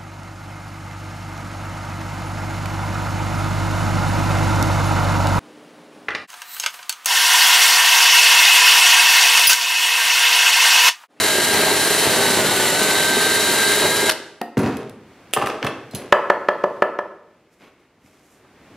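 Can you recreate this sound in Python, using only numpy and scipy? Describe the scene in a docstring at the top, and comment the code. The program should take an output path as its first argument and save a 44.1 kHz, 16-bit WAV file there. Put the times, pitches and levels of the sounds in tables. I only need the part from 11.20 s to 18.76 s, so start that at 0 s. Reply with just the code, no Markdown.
"""Workshop, close pair of microphones: a cordless drill bores a pocket hole through a clamped jig, bogs down
in the wood, backs out and brakes with a clack. It is set down on the bench, the clamp snaps open, the board
is knocked six times to shed its chips, then turned over in the hands. The motor is tones locked to a shaft
angle plus coloured noise and grains; blows ring decaying modes under short noise cracks; friction is
coloured grains under gesture envelopes. A synthetic diffuse echo surrounds the sources."""
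import sys
import numpy as np
from scipy import signal
from scipy.fft import rfft, irfft
from scipy.io import wavfile
from scipy.ndimage import uniform_filter1d

SR = 44100
rng = np.random.default_rng(int(sys.argv[2]) if len(sys.argv) > 2 else 0)


def digitize_waveform(pressure):
    """Quantize a signal to 16-bit integers and store it at the path in sys.argv[1].

    Rows of a 2-D input are taken as channels; values are limited to [-1, 1].
    """
    field = np.atleast_2d(pressure).T
    bounded = np.clip(field, -1, 1)
    quanta = np.round(bounded * 32767).astype(np.int16)
    wavfile.write(sys.argv[1], SR, quanta)


N = 333524
TIME_S = np.arange(N) / SR


def undb(db):
    """Convert decibels to amplitude gain."""
    return 10 ** (np.asarray(db) / 20)


def unit(x):
    """Scale to rms 1."""
    return x / np.sqrt(np.mean(x ** 2))


def curve(rows):
    """Interpolate (s, value) rows at every sample."""
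    return np.interp(TIME_S, *np.transpose(rows))


def across(points, hz):
    """Interpolate (Hz, value) points on a logarithmic frequency axis."""
    point_hz, value = np.transpose(points)
    return np.interp(np.log(hz + 1), np.log(point_hz + 1), value)


def colour(x, points):
    """Filter by a (Hz, dB) spectrum with zero phase."""
    gain = undb(across(points, np.fft.rfftfreq(len(x), 1 / SR)))
    return irfft(rfft(x) * gain, len(x))


def walk(rate_hz):
    """Random levels, each held 1 / rate_hz, smoothed twice, rms 1."""
    hold = max(int(SR / rate_hz), 2)
    steps = np.repeat(rng.standard_normal(N // hold + 1), hold)
    slewed = uniform_filter1d(uniform_filter1d(steps, hold), hold)
    return unit(slewed[:N])


def grains(rate_hz, spread_db):
    """Tiny clicks at random moments, a few far stronger than the rest, rms 1."""
    hits = rng.random(N) < rate_hz / SR
    strength = rng.standard_normal(N) * undb(spread_db * rng.exponential(size=N))
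    return unit(hits * strength)


def gesture(start_s, length_s, attack_s, release_s):
    """Envelope of one movement: linear rise, hold at 1, exponential decay."""
    age_s = TIME_S - start_s
    return np.clip(age_s / attack_s, 0, 1) * np.exp(-np.maximum(age_s - length_s, 0) / release_s)


def after(moment_s, change_s=0.03):
    """Smooth change from 0 to 1 around a moment."""
    return .5 + .5 * np.tanh((TIME_S - moment_s) / change_s)


def resonate(x, resonances):
    """Sum of parallel resonant band-passes, given as (Hz, width Hz, dB)."""
    return sum(undb(db) * signal.lfilter(*signal.iirpeak(hz, hz / width_hz, fs=SR), x)
               for hz, width_hz, db in resonances)


def strike(blows, modes, crack_colour, ring_db, crack_db, crack_s, dense=.5, dense_s=.006, scatter_db=5.0):
    """Each blow rings an object's modes and adds a short crack; softer contact excites high modes less."""
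    out, t = np.zeros(N + SR), TIME_S[:SR // 2]
    hz, db, t60_s = np.transpose(modes)
    # slow motion hardly radiates
    radiation = signal.butter(2, hz[0] / np.sqrt(2), "high", fs=SR, output="sos")
    decay = np.exp(-np.log(1000) * np.outer(1 / t60_s, t))
    sign = (-1) ** np.arange(len(hz))  # neighbouring modes swing in opposite directions
    fill = rng.standard_normal(len(t))  # the object's own weak modes, same for every blow
    for start_s, blow_db, tick_db, contact_hz in blows:
        scattered_db = db + scatter_db * rng.standard_normal(len(hz))
        gain = undb(scattered_db) / (1 + (hz / contact_hz) ** 2)
        gain = gain / np.linalg.norm(gain)
        pitch_hz = hz * (1 + .008 * rng.standard_normal(len(hz)))
        ring = (gain * sign) @ (np.sin(2 * np.pi * np.outer(pitch_hz, t)) * decay)
        # many weak, well-damped modes fill the gaps between the strong ones
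        outline_hz = np.r_[hz[0] / 2, hz, 2 * hz[-1]]
        outline_db = 20 * np.log10(np.r_[.01, gain, .003])
        weak_modes = unit(colour(fill, np.c_[outline_hz, outline_db]))
        onset = 1 - np.exp(-2 * contact_hz * t)
        ring += dense * weak_modes * np.exp(-t / dense_s) * onset
        crack = unit(colour(rng.standard_normal(len(t)), crack_colour)) * np.exp(-t / crack_s)
        blow = undb(blow_db + ring_db) * ring + undb(tick_db + crack_db) * crack
        start = int(start_s * SR)
        out[start:start + len(t)] += signal.sosfilt(radiation, blow)
    return out[:N]


# Spectrum of the workshop air and sleeves. Each row: frequency in Hz, relative level in dB.
AIR_COLOUR_DB = [(20, -30.5), (60, -8), (140, -3.5), (330, -2), (580, -8), (900, -11), (2200, -14.5),
                 (4000, -24), (9000, -34), (15000, -41)]
# Width of diffuse sound. Each row: frequency in Hz, side minus mid in dB.
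ROOM_SIDE_DB = [(200, -33), (700, -21), (2200, -17), (3200, -12), (4700, -3), (9000, 0)]
# Sleeves rustle while the arms move. Each row: start in seconds, length in seconds, level in dB.
ARM_MOVES = [(3.287, 2.3, -48.5), (6.823, 2, -48.5)]


def background(air_db=-59, attack_s=0.77, release_s=0.22):
    """Quiet workshop air as coloured noise, raised to a soft low rustle by moving sleeves."""
    mid, side = (unit(colour(rng.standard_normal(N), AIR_COLOUR_DB)) for _ in range(2))
    side = colour(side, ROOM_SIDE_DB)
    sleeves = sum(undb(db) * gesture(start_s, length_s, attack_s, release_s)
                  for start_s, length_s, db in ARM_MOVES)
    level = np.hypot(undb(air_db), sleeves) * undb(0.72 * walk(9.9))
    return np.array([mid + side, mid - side]) * level


def drill(stop_s=2.897, fade_s=0.0047):
    """Whine, boring noise and shudder share one shaft and end together when the brake bites."""
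    angle = motor_angle()
    running = np.clip((stop_s - TIME_S) / fade_s + 1, 0, 1)
    return running * whine(angle), running * boring(angle), running * shudder(angle)


# Motor speed, sagging under the push and recovering on backing out.
# Each row: time in seconds, speed in Hz (turns per second).
SPEED_HZ = [(0.0, 322.8), (0.26, 321.8), (0.44, 320), (0.76, 319.5), (0.86, 319.4), (0.94, 308.8),
            (1.08, 303.6), (1.16, 306.9), (1.24, 286.2), (1.28, 289), (1.34, 300.7), (1.52, 292.8),
            (1.62, 306.6), (1.8, 311.8), (2.6, 318.5), (2.78, 325.7), (2.88, 319)]


def motor_angle():
    """Shaft angle in radians: integral of the loaded speed with slight wobble and flutter."""
    hz = curve(SPEED_HZ) * (1 + .0016 * walk(30) + .0022 * walk(300))
    return 2 * np.pi * np.cumsum(hz) / SR


def sag_hz(free_hz=325):
    """Load on the motor, as the speed that it loses."""
    return free_hz - curve(SPEED_HZ)


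def feed(start_s=.17, end_s=1.62):
    """1 while the bit is pushed into the wood, until its collar meets the jig; 0 before and after."""
    return after(start_s) - after(end_s)


# Tones of fan, commutator and gears.
# Each row: multiple of motor speed [1], relative level in dB, change while the bit is pushed in dB.
MOTOR_ORDERS = [(1, -44, 0), (1.305, -34.5, -.5), (2, -40, 0), (3, -39, -1.5), (4, -41, -1.5),
                (5, -27.5, -2.5), (6.53, -35.5, -8), (9.79, -42, -2), (12, -38.5, -5.5), (12.58, -42, -2),
                (12.73, -44, -2), (22, -42, -6), (25, -43, 0), (27, -46, -2), (30, -44, -2),
                (32, -42.5, -2), (35, -45.5, -2)]
# Housing resonances that lift passing tones. Each row: centre in Hz, half width in Hz, lift in dB.
HOUSING = [(3830, 140, 7.5), (7400, 350, 8)]


def housing_lift_db(tone_hz):
    """Gain of a tone gliding through the housing resonances."""
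    return sum(db / (1 + ((tone_hz - hz) / half_width_hz) ** 2) for hz, half_width_hz, db in HOUSING)


def whine(angle, free_db=1.06, db_per_sag_hz=0.0157, waver_db=2.0, buzz_db=-40):
    """Motor tones locked to the shaft; the brushes scrape the same uneven track on every turn."""
    speed_hz, pushed = curve(SPEED_HZ), feed()
    tones = np.zeros(N)
    for order, db, push_db in MOTOR_ORDERS:
        level_db = db + housing_lift_db(order * speed_hz) + push_db * pushed + waver_db * walk(25.42)
        tones += undb(level_db) * np.sqrt(2) * np.sin(order * angle + 2 * np.pi * rng.random())
    track = signal.resample(rng.standard_normal(96), 1024)
    track_angle = np.linspace(0, 2 * np.pi, len(track), endpoint=False)
    buzz = unit(np.interp(angle, track_angle, track, period=2 * np.pi))
    return undb(free_db + db_per_sag_hz * sag_hz()) * tones + undb(buzz_db) * buzz


# Flutes catch on fibres and chips.
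# Each row: start in seconds, length in seconds, extra cutting level in dB.
CATCHES = [(0.324, 0.16, 4), (0.829, 0.26, 3), (1.155, 0.052, 5), (2.611, 0.06, 7)]


def catch_db():
    """Extra cutting level while the flutes catch."""
    return sum(db * gesture(start_s, length_s, attack_s=.015, release_s=.015)
               for start_s, length_s, db in CATCHES)


# Spectrum of torn wood fibres. Each row: frequency in Hz, relative level in dB.
CUT_COLOUR_DB = [(30, -40.5), (55, -29), (80, -9), (150, -3), (280, -2.5), (400, 2), (520, -2), (700, -2),
                 (900, -1.5), (1100, -8.5), (1500, -10), (2500, -10), (6000, -22)]
# Spectrum of brush and fan hiss. Each row: frequency in Hz, relative level in dB.
RUSH_COLOUR_DB = [(500, -26), (1200, -1.5), (1700, 4.5), (2100, 4.5), (2400, -2), (3100, 3), (3500, -2),
                  (4050, 6), (4900, -2.5), (6500, -3), (7400, -0.5), (10300, -1), (13000, -3.5),
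                  (15500, -15)]
GEAR_RATIO = 14  # motor turns per chuck turn
# Levels at the free speed, and their change per Hz of sag.
CUT_FREE_DB, CUT_DB_PER_SAG_HZ = -25.5, 0.0741
RUSH_FREE_DB, RUSH_DB_PER_SAG_HZ = -19, -0.0555
BIT_OUT_S, BIT_OUT_DB = 2.62, -2.5  # bit slips out of the guide, hiss drops


def boring(angle, brush_depth=0.17, bite_depth=0.2):
    """Brush and fan hiss pulses with each motor turn; flutes tear fibres as grains, harder under load."""
    pulse = (1 + brush_depth * np.sin(angle)) * undb(1.0 * walk(90))
    rush = unit(colour(rng.standard_normal(N) * pulse, RUSH_COLOUR_DB))
    bite = 1 + bite_depth * np.sin(2 * angle / GEAR_RATIO)  # two flutes per chuck turn
    cutting = unit(colour(grains(7000, 1.6) * bite * undb(0.56 * walk(35.005)), CUT_COLOUR_DB))
    cut_db = CUT_FREE_DB + CUT_DB_PER_SAG_HZ * sag_hz() + catch_db()
    rush_db = RUSH_FREE_DB + RUSH_DB_PER_SAG_HZ * sag_hz() + BIT_OUT_DB * after(BIT_OUT_S)
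    return undb(rush_db) * rush + undb(cut_db) * cutting


# Resonances of the clamped board. Each row: centre in Hz, width in Hz, relative level in dB.
SHUDDER = [(238.6, 16, -5.5), (409.5, 31, 0), (498.5, 19, -11.5), (635, 17, -8), (885, 21, -15)]


def shudder(angle, level_db=-29.5, slip_turns=.2, scatter_db=2.5, catch_share=0.5):
    """About once a chuck turn the bit grabs, unevenly, and shakes the board; most when flutes catch."""
    chuck_turns = angle / (2 * np.pi * GEAR_RATIO) + slip_turns * walk(25)
    whole_turns = np.floor(np.maximum.accumulate(chuck_turns))
    grabs = np.diff(whole_turns, prepend=whole_turns[0]) * undb(scatter_db * rng.standard_normal(N))
    return undb(level_db + catch_share * catch_db()) * unit(resonate(grabs, SHUDDER))


# Brake clacks. Each row: start in seconds, relative ring in dB, relative crack in dB, contact corner in Hz.
BRAKE_BLOWS = [(2.8942, 3, -16.5, 6000), (2.898, -1.5, -13, 6010), (2.910, -21, -20, 6000),
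               (2.919, -12, -22, 6050)]
# Gearbox modes. Each row: frequency in Hz, relative level in dB, t60 in seconds.
GEARBOX_MODES = [(413, -8.5, .04), (953, -10.5, 0.017), (1559, 3, 0.012), (2070, -6, .02), (2920, 4, 0.008),
                 (3850, 1.5, 0.018)]
# Clack spectrum. Each row: frequency in Hz, relative level in dB.
CLACK_COLOUR_DB = [(120, -39.5), (200, -8), (1020, -9.5), (1490, 2), (2800, -10.5), (4310, -0.5),
                   (6190, -10), (7280, -11), (11400, -8), (15000, -25.5)]


def brake_clack():
    """The brake knocks the gearbox into short, well-damped ringing."""
    return strike(BRAKE_BLOWS, GEARBOX_MODES, CLACK_COLOUR_DB, ring_db=-13.0, crack_db=5.5, crack_s=0.0034,
                  dense=0.71, dense_s=.004)


# Chuck taps. Each row: start in seconds, relative ring in dB, relative crack in dB, contact corner in Hz.
CHUCK_TAPS = [(3.213, -13.5, -29, 4040), (3.2155, -35.5, -14.5, 6000)]
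# Chuck modes. Each row: frequency in Hz, relative level in dB, t60 in seconds.
CHUCK_MODES = [(237, -2, .13), (301, -7, .15), (700, -1, .14), (790, 1, .04), (1320, -8, .02),
               (1868, -8, .17)]
# Snap spectrum of chuck, clamp and lever. Each row: frequency in Hz, relative level in dB.
SNAP_COLOUR_DB = [(600, 12.5), (1300, -2), (2000, 0.5), (2900, 4), (4800, -6.5), (7600, -5.5), (9300, -5.5),
                  (12000, -4), (15000, -8)]


def chuck_taps():
    """The chuck taps down first and rings its modes."""
    return strike(CHUCK_TAPS, CHUCK_MODES, SNAP_COLOUR_DB, ring_db=-4.5, crack_db=0, crack_s=0.0011,
                  dense=0.51, dense_s=0.012, scatter_db=1.5)


# Drill and board thump on the bench.
# Each row: start in seconds, relative ring in dB, relative crack in dB, contact corner in Hz.
BENCH_THUMPS = [(3.3705, -1.5, -28.5, 707), (3.389, -8, -28, 800), (3.431, -5.5, -27.5, 1090),
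                (3.461, -15.5, -27.5, 400), (3.525, -19.5, -35.5, 299), (4.168, -17.5, -42, 703),
                (4.226, -16, -40, 900), (4.436, -12.5, -31.5, 301), (4.734, -16.5, -47, 249.2),
                (6.838, -41.5, -73, 249)]
# Bench modes. Each row: frequency in Hz, relative level in dB, t60 in seconds.
BENCH_MODES = [(82.6, -8.5, 0.19), (110, -5.5, 0.15), (137, -2, 0.19), (195, 0, 0.083), (236, -2, .07),
               (285, 4, .085), (352, -1.5, .06), (393, -2, 0.066), (504, -4, 0.072), (702, -8, .06)]
# Thump crack spectrum. Each row: frequency in Hz, relative level in dB.
THUMP_COLOUR_DB = [(410, -34.5), (700, -1), (1150, -8.5), (1670, -9), (2000, -13), (2560, -13.5),
                   (2980, -21), (15000, -37.5)]


def bench_thumps():
    """Drill and board excite the low modes of the bench."""
    return strike(BENCH_THUMPS, BENCH_MODES, THUMP_COLOUR_DB, ring_db=-4, crack_db=1.5, crack_s=0.038,
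                  dense=0.41, dense_s=0.03, scatter_db=1.5)


# Jig clatter. Each row: start in seconds, relative ring in dB, relative crack in dB, contact corner in Hz.
JIG_BLOWS = [(3.3705, -19, -28.5, 3000), (4.1635, -5, -19.5, 3005), (4.170, -3.5, -21.5, 3020),
             (4.216, -11.5, -23, 3000), (4.222, -6.5, -24, 3000), (4.238, -14, -25.5, 2990),
             (4.262, -18, -22.5, 2973), (4.271, -13, -20, 3010), (4.300, -16.5, -22, 2990),
             (4.428, -13.5, -16, 3000), (4.447, -12.5, -22.5, 3020), (4.4665, -15.5, -15.5, 3000),
             (4.4705, -12.5, -18, 3010), (7.247, -41, -60, 3000)]
# Jig modes. Each row: frequency in Hz, relative level in dB, t60 in seconds.
JIG_MODES = [(340, -8.5, 0.06), (430, -1, 0.075), (560, -1.5, 0.071), (720, -6.5, 0.043), (810, -.5, 0.06),
             (1202, 1, 0.058), (1310, -2, .03), (1780, -6, 0.035), (2700, -7, .022)]
# Crack spectrum of jig and board. 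Each row: frequency in Hz, relative level in dB.
CRACK_COLOUR_DB = [(500, -12), (1200, 13), (2700, 9.5), (4000, -1.5), (6000, -5.5), (9000, -39.5),
                   (15000, -45.5)]


def jig_clatter():
    """The plastic jig clatters on damped mid-frequency modes."""
    return strike(JIG_BLOWS, JIG_MODES, CRACK_COLOUR_DB, ring_db=-6.5, crack_db=1.5, crack_s=0.0029,
                  dense=0.48, dense_s=0.0079)


# Resonances of jig and clamp. Each row: centre in Hz, width in Hz, level in dB.
SYMPATHY = [(393, 9, -13), (572, 6, -5), (827, 14, -8.5), (866, 6, -6.5), (1283, 24, -7), (1704, 26, -1.5),
            (1770, 20, -3.5)]


def sympathy(blows):
    """Jig and clamp sing along with the jig clatter and board knocks through narrow resonances."""
    return resonate(blows, SYMPATHY)


# Lever chinks. Each row: start in seconds, relative ring in dB, relative crack in dB, contact corner in Hz.
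LEVER_CHINKS = [(3.378, -30.5, -25.5, 15000), (3.392, -31.5, -25, 15000), (3.570, -41, -29.5, 15000),
                (3.696, -51.5, -34.5, 14900), (4.711, -35.5, -38.5, 2510), (4.749, -22, -17.5, 15070),
                (4.756, -29.5, -20, 15000)]
# Lever modes. Each row: frequency in Hz, relative level in dB, t60 in seconds.
LEVER_MODES = [(4130, -8, .13), (6200, -15.5, .12), (7760, -12.5, .14), (10750, -5, 0.24),
               (10760, -2.5, .16)]


def lever_chinks():
    """The clamp's loose lever chinks when jolted, on long high modes."""
    return strike(LEVER_CHINKS, LEVER_MODES, SNAP_COLOUR_DB, ring_db=-7.5, crack_db=3.0, crack_s=0.0019,
                  dense=0.45, dense_s=0.031, scatter_db=1.5)


# Rattles of loose metal parts. Each row: start in seconds, length in seconds, level in dB.
RATTLES = [(3.388, 0.09, -39.5), (4.173, 0.14, -40.5), (4.426, 0.042, -38)]
# Rattle spectrum. 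Each row: frequency in Hz, relative level in dB.
CHATTER_COLOUR_DB = [(400, -23.5), (900, -2.5), (1600, 1.5), (2400, 0.5), (3500, -6.5), (5000, -14.5),
                     (9000, -17.5), (15000, -23.5)]


def rattle():
    """Loose metal parts tick unevenly after the drill lands and while the clamp falls open."""
    tick = rng.standard_normal(400) * np.exp(-TIME_S[:400] / .001)
    ticks = signal.fftconvolve(grains(260, 2.2), tick)[:N]
    level = sum(undb(db) * gesture(start_s, length_s, attack_s=.01, release_s=0.023)
                for start_s, length_s, db in RATTLES)
    return level * unit(colour(ticks, CHATTER_COLOUR_DB))


# Drill and board slide over the bench. Each row: start in seconds, length in seconds, level in dB.
SLIDES = [(3.424, 0.18, -35.5), (4.173, 0.14, -29), (4.41, 0.098, -32.5), (4.72, 0.093, -36)]
# Scrape spectrum. Each row: frequency in Hz, relative level in dB.
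SCUFF_COLOUR_DB = [(90, -18.5), (200, -4.5), (430, 6.5), (800, -2.5), (1300, -9), (1700, -9), (2700, -12.5),
                   (4500, -22), (9000, -28), (15000, -36)]


def bench_slides():
    """Drill and board scrape over the bench as dense, uneven grains."""
    scrape = unit(colour(grains(5000, 2.) * undb(2.2 * walk(70)), SCUFF_COLOUR_DB))
    level = sum(undb(db) * gesture(start_s, length_s, attack_s=0.023, release_s=0.06)
                for start_s, length_s, db in SLIDES)
    return level * scrape


# Steel clicks. Each row: start in seconds, relative ring in dB, relative crack in dB, contact corner in Hz.
CLAMP_CLICKS = [(4.110, -45, -41.5, 3010), (4.131, -36.5, -28, 15000), (4.1358, -6.5, -4, 15000),
                (4.1378, -20.5, -11, 14800), (4.174, -23, -21.5, 8950), (4.222, -27.5, -26, 8990),
                (4.260, -22, -22, 7100), (4.272, -25, -17, 7020), (4.284, -34, -27, 7000),
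                (4.298, -34, -27, 4000), (4.447, -33, -21.5, 6000), (4.466, -18, -20.5, 4000)]
# Clamp modes. Each row: frequency in Hz, relative level in dB, t60 in seconds.
CLAMP_MODES = [(1280, -11.5, 0.064), (1534, -13, .05), (2830, 0, .02), (3860, -10, .04), (6340, -11.5, .02),
               (8250, -4.5, 0.031), (9000, -4, .08), (9760, -5.5, .14), (9900, -2.5, .1), (12500, -7, .05),
               (14500, -7, .05)]


def clamp_snap():
    """The steel clamp snaps open in clicks that ring high modes."""
    return strike(CLAMP_CLICKS, CLAMP_MODES, SNAP_COLOUR_DB, ring_db=-7.5, crack_db=-1.5, crack_s=0.0017,
                  dense=0.53, dense_s=0.013, scatter_db=1.0)


# Board knocks; a flatter, softer blow is duller.
# Each row: start in seconds, relative ring in dB, relative crack in dB, contact corner in Hz.
BOARD_KNOCKS = [(4.9238, 3, -17, 3800), (5.0997, -1.5, -24.5, 3200), (5.2857, -4, -23.5, 3600),
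                (5.4385, -6, -31, 900), (5.6213, -3, -36.5, 3800), (5.788, -11.5, -35, 1690)]
# Board modes. Each row: frequency in Hz, relative level in dB, t60 in seconds.
BOARD_MODES = [(176, -21.5, 0.059), (388, -10, 0.07), (591, -3, 0.058), (743, -5.5, 0.04), (870, -7, 0.039),
               (961, -3, 0.03), (1054, -4, 0.026), (1264, -1.5, 0.03), (1520, -4, 0.011), (1640, -6, 0.018),
               (1798, -8, 0.025), (1984, -11, 0.024), (2580, -13.5, .016), (2950, -19, .014)]


def board_knocks():
    """The board is knocked on the bench and rings its quickly damped wood modes."""
    return strike(BOARD_KNOCKS, BOARD_MODES, CRACK_COLOUR_DB, ring_db=3.5, crack_db=6.5, crack_s=0.0032,
                  dense=0.53, dense_s=0.0055, scatter_db=1.5)


# Fingers stroke the board.
# Each row: start in seconds, length in seconds, attack in seconds, level in dB, treble tilt in dB.
STROKES = [(6.3, 0.032, .04, -64, 12), (6.387, 0.058, .04, -45, -5.5), (6.56, 0.052, .05, -60.5, 0),
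           (6.786, 0.21, 0.069, -59, 7), (7.0, 0.14, 0.12, -63.5, 16)]
# Spectrum of skin on wood. Each row: frequency in Hz, relative level in dB.
RUB_COLOUR_DB = [(60, -14), (150, -4), (400, 0), (750, -3.5), (1750, -9), (2200, -3.5), (2700, -8.5),
                 (4500, -16.5), (7500, -17.5), (12000, -18), (15000, -25)]


def finger_strokes():
    """Fingers slide over the grain as coloured grains, each stroke with its own treble."""
    rub = unit(colour(grains(7000, 1.8) * undb(2 * walk(45)), RUB_COLOUR_DB))
    strokes = np.zeros(N)
    for start_s, length_s, attack_s, db, treble_db in STROKES:
        tilted = colour(rub, [(3000, 0), (7000, treble_db)])
        strokes += undb(db) * gesture(start_s, length_s, attack_s, release_s=0.042) * tilted
    return strokes


# Full phase lead of the left microphone for sound from the left. Each row: frequency in Hz, lead in radians.
PORT_PHASE_RAD = [(1000, 0), (3000, 0), (4200, .45), (5500, .4), (7600, 1.3), (10300, 1.5), (15000, 2.8)]


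def ports(x, leftness):
    """A source off to one side reaches the nearer microphone slightly first, as a treble phase lead."""
    lead_rad = leftness * across(PORT_PHASE_RAD, np.fft.rfftfreq(N, 1 / SR))
    turn = np.exp(.5j * lead_rad)
    return irfft(rfft(x) * np.array([turn, turn.conj()]), N)


def glance(x, level_db, decay_s):
    """Treble bounces off nearby surfaces, unlike at the two microphones, and widens the direct sound."""
    bounce = rng.standard_normal(4096) * np.exp(-TIME_S[:4096] / decay_s)
    bounced = signal.fftconvolve(x, bounce / np.linalg.norm(bounce))[:N]
    side = colour(bounced, ROOM_SIDE_DB)
    return undb(level_db) * np.array([side, -side])


# Echo decay. Each row: frequency in Hz, t60 in seconds.
ROOM_T60_S = [(80, 1), (260, 0.87), (700, 0.6551), (1800, 0.69), (5000, 0.62), (14000, 0.23)]
# Echo spectrum. Each row: frequency in Hz, level in dB.
ROOM_COLOUR_DB = [(60, -12.5), (200, -5.5), (400, -1), (1050, -2.5), (2100, -5), (5000, -6.5),
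                  (14000, -7.5)]


def workshop(x, build_s=0.011):
    """Diffuse echo that builds up and dies band by band; mostly its treble differs between microphones."""
    t, hz = TIME_S[:SR], np.arange(SR // 2 + 1.)
    band_hz = np.array(ROOM_T60_S)[:, 0]
    tails = []
    for spectrum in rfft(rng.standard_normal((2, SR))):
        tail = np.zeros(SR)
        for own_band, (_, t60_s) in zip(np.eye(len(ROOM_T60_S)), ROOM_T60_S):
            share = across(np.c_[band_hz, own_band], hz)
            tail += irfft(spectrum * share, SR) * np.exp(-np.log(1000) * t / t60_s)
        tail = tail * (1 - np.exp(-(t / build_s) ** 2))
        tails.append(colour(tail / np.linalg.norm(tail), ROOM_COLOUR_DB))
    mid = signal.fftconvolve(x, tails[0])[:N]
    side = signal.fftconvolve(x, colour(tails[1], ROOM_SIDE_DB))[:N]
    return np.array([mid + side, mid - side])


# Microphone treble response straight ahead. 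Each row: frequency in Hz, level in dB.
FRONT_COLOUR_DB = [(6000, -1), (9500, -8), (12500, -7), (15000, -13)]


def scene():
    """Place the sources left, right and in front; add early bounces, echo and background."""
    tones, noise, shake = drill()
    jig, board = jig_clatter(), board_knocks()
    # Each row: sound, send to the room in dB.
    at_left = [(tones, -21), (noise, -6), (shake, -12), (brake_clack(), -10), (chuck_taps(), -7)]
    at_right = [(lever_chinks(), -6), (clamp_snap(), -6)]
    in_front = [(bench_thumps(), -4), (jig, -5), (rattle(), -4), (board, -7),
                (sympathy(jig + board), -14), (bench_slides() + finger_strokes(), -5)]
    left, right, front = (sum(x for x, _ in group) for group in (at_left, at_right, in_front))
    echo = sum(x * undb(room_db) for x, room_db in at_left + at_right + in_front)
    front = colour(front, FRONT_COLOUR_DB)
    early = glance(front + right, level_db=-8, decay_s=.004) + glance(left, level_db=-7, decay_s=.025)
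    direct = ports(left, leftness=0.91) + ports(right, leftness=-0.68) + front
    return direct + early + workshop(echo) + background()


def record(dry, top_hz=15500):
    """Clip peaks at full scale, then cut everything above top_hz with a steep low-pass."""
    low_pass = signal.ellip(8, .2, 70, top_hz, fs=SR, output="sos")
    return signal.sosfilt(low_pass, np.clip(dry, -1, 1))


dry = scene()
out = record(dry)
digitize_waveform(out)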